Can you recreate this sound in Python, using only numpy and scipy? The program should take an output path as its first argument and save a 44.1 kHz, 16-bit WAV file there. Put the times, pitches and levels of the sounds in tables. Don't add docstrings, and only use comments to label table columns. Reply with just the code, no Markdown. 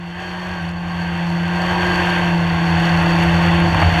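import sys
import numpy as np
from scipy import signal
from scipy.fft import rfft, irfft, next_fast_len
from scipy.io import wavfile
from scipy.ndimage import map_coordinates

SR = 44100
rng = np.random.default_rng(int(sys.argv[2]) if len(sys.argv) > 2 else 0)


def dump(signal):
    limited = np.clip(np.atleast_2d(signal).T, -1, 1)
    pcm = np.round(limited * 32767).astype(np.int16)
    wavfile.write(sys.argv[1], SR, pcm)


N = 176400


def amp(db):
    return 10 ** (np.asarray(db) / 20)


def unit(x):
    return x / np.sqrt(np.mean(x ** 2) + 1e-20)


def curves(rows):
    times, *columns = np.transpose(rows)
    return [np.interp(np.arange(N) / SR, times, column) for column in columns]


def wobble(rate_hz):
    knots = rng.standard_normal(int(N * rate_hz / SR) + 4)
    return map_coordinates(knots, [np.arange(N) * rate_hz / SR])


def equalise(x, eq):
    size = 2 * next_fast_len(N // 2 + 8192)
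    hz, db = np.transpose(eq)
    gain = amp(np.interp(np.log(np.fft.rfftfreq(size, 1 / SR) + 1), np.log(hz + 1), db))
    cepstrum = irfft(np.log(np.maximum(gain, 1e-5)))[:size // 2]
    cepstrum[1:] *= 2
    response = np.exp(rfft(cepstrum, size))
    return unit(irfft(rfft(x, size) * response, size)[:N])


def partial(cycles, order, drift_rad, flutter_db=3.0):
    phase = 2 * np.pi * (order * cycles + rng.random()) + drift_rad * wobble(22)
    return unit(np.sin(phase) * amp(flutter_db * wobble(35)))


def hits(rows, eq, t60_s):
    start_s, level_db = np.transpose(rows)
    blows = np.bincount((start_s * SR).astype(int), amp(level_db), N)[:N]
    envelope = signal.lfilter([1], [1, -amp(-60 / (t60_s * SR))], blows)
    return equalise(envelope * rng.standard_normal(N), eq) * np.sqrt(np.mean(envelope ** 2))


# time_s, level_db
DRONE_FADER = [(0.0, -30.5), (0.1, -30), (0.24, -35), (0.3, -31), (0.6, -28.5), (0.68, -24), (0.73, -27),
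               (1.35, -20), (1.7, -22.5), (2.13, -22), (2.34, -17), (2.6, -19), (2.64, -17.5),
               (3.63, -15.5), (3.74, -21), (4.0, -19.5)]
# time_s, level_db
OCTAVE_FADER = [(0.0, -42), (0.41, -38), (0.83, -43), (1.24, -34), (1.67, -30.5), (1.83, -24), (2.46, -31),
                (3.29, -23.5), (3.32, -27.5), (3.65, -21.5), (3.75, -34), (3.83, -26), (3.92, -41),
                (4.0, -20)]


def exhaust_note(cycles, drone_trim_db=0.5, octave_trim_db=-2):
    (drone_db,), (octave_db,) = curves(DRONE_FADER), curves(OCTAVE_FADER)
    drone = partial(cycles, 1, drift_rad=0.036, flutter_db=0.52)
    octave = partial(cycles, 2, drift_rad=0.091, flutter_db=1.66)
    return amp(drone_db + drone_trim_db) * drone + amp(octave_db + octave_trim_db) * octave


def panel_ring(pops, t60_s=0.026, wet=0.59):
    t = np.arange(SR // 10) / SR
    tail = rng.standard_normal(len(t)) * amp(-60 * t / t60_s)
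    ring = signal.fftconvolve(pops, tail / np.linalg.norm(tail))[:N]
    return np.sqrt(1 - wet) * pops + np.sqrt(wet) * ring


CYLINDER_ACCENTS = [-2, -13, -3.5, 5.5, -1.5, -8, 3, -3.5]


def firings(cycles, gas_share, scatter_db, jitter, pulse_depth):
    beat = 2 * cycles
    firing = np.arange(int(beat[-1]) + 1)
    strength_noise, time_noise = rng.standard_normal((2, 2048))[:, firing]
    strength = amp(np.take(CYLINDER_ACCENTS, firing, mode="wrap") + scatter_db * strength_noise)
    header_lag = 0.15 * rng.standard_normal(len(CYLINDER_ACCENTS))
    arrival = firing + np.take(header_lag, firing, mode="wrap") + jitter * time_noise
    onsets = np.interp(arrival, beat, np.arange(N)).astype(int)
    impulses = np.bincount(onsets, strength, N)
    pops = unit(panel_ring(impulses - impulses.mean()))
    pulse = np.interp(beat, firing, strength) * (1 + np.cos(2 * np.pi * cycles))
    gas = unit((1 - pulse_depth + pulse_depth * pulse) * rng.standard_normal(N))
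    return np.sqrt(1 - gas_share) * pops + np.sqrt(gas_share) * gas


# time_s, roar_db, rasp_db, treble_db
LOAD_FADERS = [(0, -40, -38.5, -52), (.12, -38.5, -37.5, -49), (.22, -33, -33.5, -44.5),
               (.55, -32, -33, -45), (.69, -34.5, -34, -45.5), (.73, -36, -37.5, -50), (1, -31, -31, -44),
               (1.42, -30, -30, -43), (1.76, -22.5, -24, -36), (2.2, -23, -23, -36),
               (2.36, -26.5, -27, -40.5), (2.55, -26.5, -27, -40), (2.85, -23.5, -23, -36),
               (3.6, -22, -22.5, -36), (3.71, -24, -26, -37.5), (3.81, -22, -19.5, -34),
               (3.92, -22.5, -22.5, -37), (4, -22, -20, -32)]
# freq_hz, gain_db
ROAR_EQ = [(240, -48), (400, -11), (483, -3), (679, -1.5), (740, -1.5), (926, 1.5), (1000, -5), (1080, 1),
           (1350, -18), (1760, -38.5), (2970, -120)]
# freq_hz, gain_db
RASP_EQ = [(790, -37), (1350, -12.5), (1400, -9.5), (1590, -0.5), (1720, -5), (1920, -3.5), (2300, -11.5),
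           (2640, -7), (2770, -7.5), (3610, -15.5), (3950, -35), (5140, -61), (8690, -120)]
# freq_hz, gain_db
CASE_EQ = [(3700, -47), (4000, -21), (4300, -2), (4550, 1), (4850, -23.5), (5400, -17.5), (5650, -13.5),
           (6000, -18.5), (6750, -16), (7050, -28), (7900, -21), (8400, -30), (9500, -25), (10700, -32.5),
           (12000, -27.5), (13000, -34.5), (15200, -46)]
# bank_rate_multiple, level_db
ENGINE_ORDERS = [(.75, -16.5), (1.25, -25), (2.5, -50), (3, -23.5), (3.25, -26), (3.5, -17), (4, -27),
                 (4.5, -12.5), (5, -11), (5.25, -18), (6, -16)]


def engine_roar(cycles, roar_trim_db=-2.3, rasp_trim_db=-0.82):
    roar_db, rasp_db, treble_db = curves(LOAD_FADERS)
    roar = equalise(firings(cycles, gas_share=0.88, scatter_db=1.5, jitter=0.027, pulse_depth=0.11),
                    ROAR_EQ)
    rasp = equalise(firings(cycles, gas_share=0.74, scatter_db=1, jitter=0.01, pulse_depth=0.13),
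                    RASP_EQ)
    treble = equalise(firings(cycles, gas_share=0.84, scatter_db=4, jitter=0.01, pulse_depth=0.11),
                      CASE_EQ)
    tones = sum(amp(db) * partial(cycles, order, drift_rad=0.45) for order, db in ENGINE_ORDERS)
    return (amp(roar_db) * (amp(roar_trim_db) * roar + tones)
            + amp(rasp_db + rasp_trim_db + 0.63 * wobble(18)) * rasp
            + amp(treble_db + 0.74 * wobble(23.9)) * treble)


# bank_rate_multiple, level_db
GEAR_TONES = [(1.822, -13), (4.29, -10), (5.455, -11), (6.37, -16), (7.28, -19.5), (8.2, -17.5),
              (8.57, -21)]
# bank_rate_multiple, level_db
SING_TONES = [(9.11, -7.5), (10.02, -12.5), (15.5, -18), (17.22, -18), (18.03, -18.5)]
# time_s, level_db
SING_FADER = [(0, -10), (.17, 3.5), (.5, 0), (.7, -1.5), (1, 0.5), (1.35, -3.5), (1.6, 1), (2.25, 1.5),
              (2.5, -8), (4, -12)]


def driveline(cycles, throb_trim_db=-5):
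    roar_db, rasp_db, _ = curves(LOAD_FADERS)
    (sing_db,), (wind_db,) = curves(SING_FADER), curves(WIND_FADER)
    whine = sum(amp(db) * partial(cycles, order, drift_rad=0.5) for order, db in GEAR_TONES)
    sing = sum(amp(db) * partial(cycles, order, drift_rad=0.42) for order, db in SING_TONES)
    throb = partial(cycles, 0.533, drift_rad=0.67, flutter_db=1.5)
    return amp(roar_db) * whine + amp(rasp_db + sing_db) * sing + amp(wind_db + throb_trim_db) * throb


# time_s, level_db
WIND_FADER = [(0, -42.5), (.38, -38), (.48, -34), (1.1, -34), (1.42, -35), (1.7, -28), (2.5, -28.5),
              (3.1, -26), (3.55, -23), (3.7, -20.5), (3.89, -17.5), (4, -24.5)]
# freq_hz, gain_db
BUFFET_EQ = [(12, -37), (25, -23), (38, -8.5), (65, -9), (82, 5.5), (92, -1.5), (104, -12), (120, -13.5),
             (200, -15.5), (265, -19.5), (400, -23.5), (600, -40.5), (1200, -75)]


def wind(trim_db=-1.5):
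    wind_db, = curves(WIND_FADER)
    return amp(wind_db + trim_db) * equalise(rng.standard_normal(N), BUFFET_EQ)


# start_s, level_db
GRIT_CUES = [(.625, -50), (.69, -51), (2.1, -41), (2.8, -44), (3.235, -38), (3.6, -41), (3.745, -41),
             (3.925, -45)]
# freq_hz, gain_db
TICK_EQ = [(3000, -30), (6000, 3), (10000, 6), (13500, -5), (15500, -21)]


def dirt_spray(grain_count=40, trim_db=-18, scatter_db=2.5):
    _, _, treble_db = curves(LOAD_FADERS)
    grains = []
    for position, chance in rng.random((grain_count, 2)):
        accent_db = -scatter_db * np.log(1 - chance)
        grains.append((position * N / SR, treble_db[int(position * N)] + trim_db + accent_db))
    return hits(GRIT_CUES + grains, TICK_EQ, t60_s=0.023)


# start_s, level_db
RUT_CUES = [(3.746, -13), (3.818, -13), (3.824, -12)]
# freq_hz, gain_db
KNOCK_EQ = [(150, -45), (450, -8), (750, 6), (1200, -4), (2500, -10), (4000, -52), (7000, -50)]


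def chassis_knocks():
    return hits(RUT_CUES, KNOCK_EQ, t60_s=0.039)


# time_s, pitch_hz
BANK_PITCH = [(0.0, 172.9), (0.11, 171.8), (0.23, 179.1), (0.33, 178), (0.52, 180.7), (0.62, 170.0),
              (0.72, 173.3), (1.0, 173), (1.35, 170.8), (1.55, 173.6), (1.74, 177.2), (2.15, 174.6),
              (2.5, 168.5), (2.75, 167.9), (3.05, 168.9), (3.65, 169.6), (3.79, 163.8), (4.0, 167.5)]


def scene():
    bank_hz, = curves(BANK_PITCH)
    cycles = np.cumsum(bank_hz * (1 + 0.002017 * wobble(25))) / SR
    car = exhaust_note(cycles) + engine_roar(cycles) + driveline(cycles)
    return (car + wind() + chassis_knocks() + dirt_spray())[None]


def record(dry, cutoff_hz=15300):
    size = next_fast_len(N + 8192)
    passband = np.fft.rfftfreq(size, 1 / SR) < cutoff_hz
    return irfft(rfft(dry, size) * passband, size)[:, :N]


dry = scene()
out = record(dry)
dump(out)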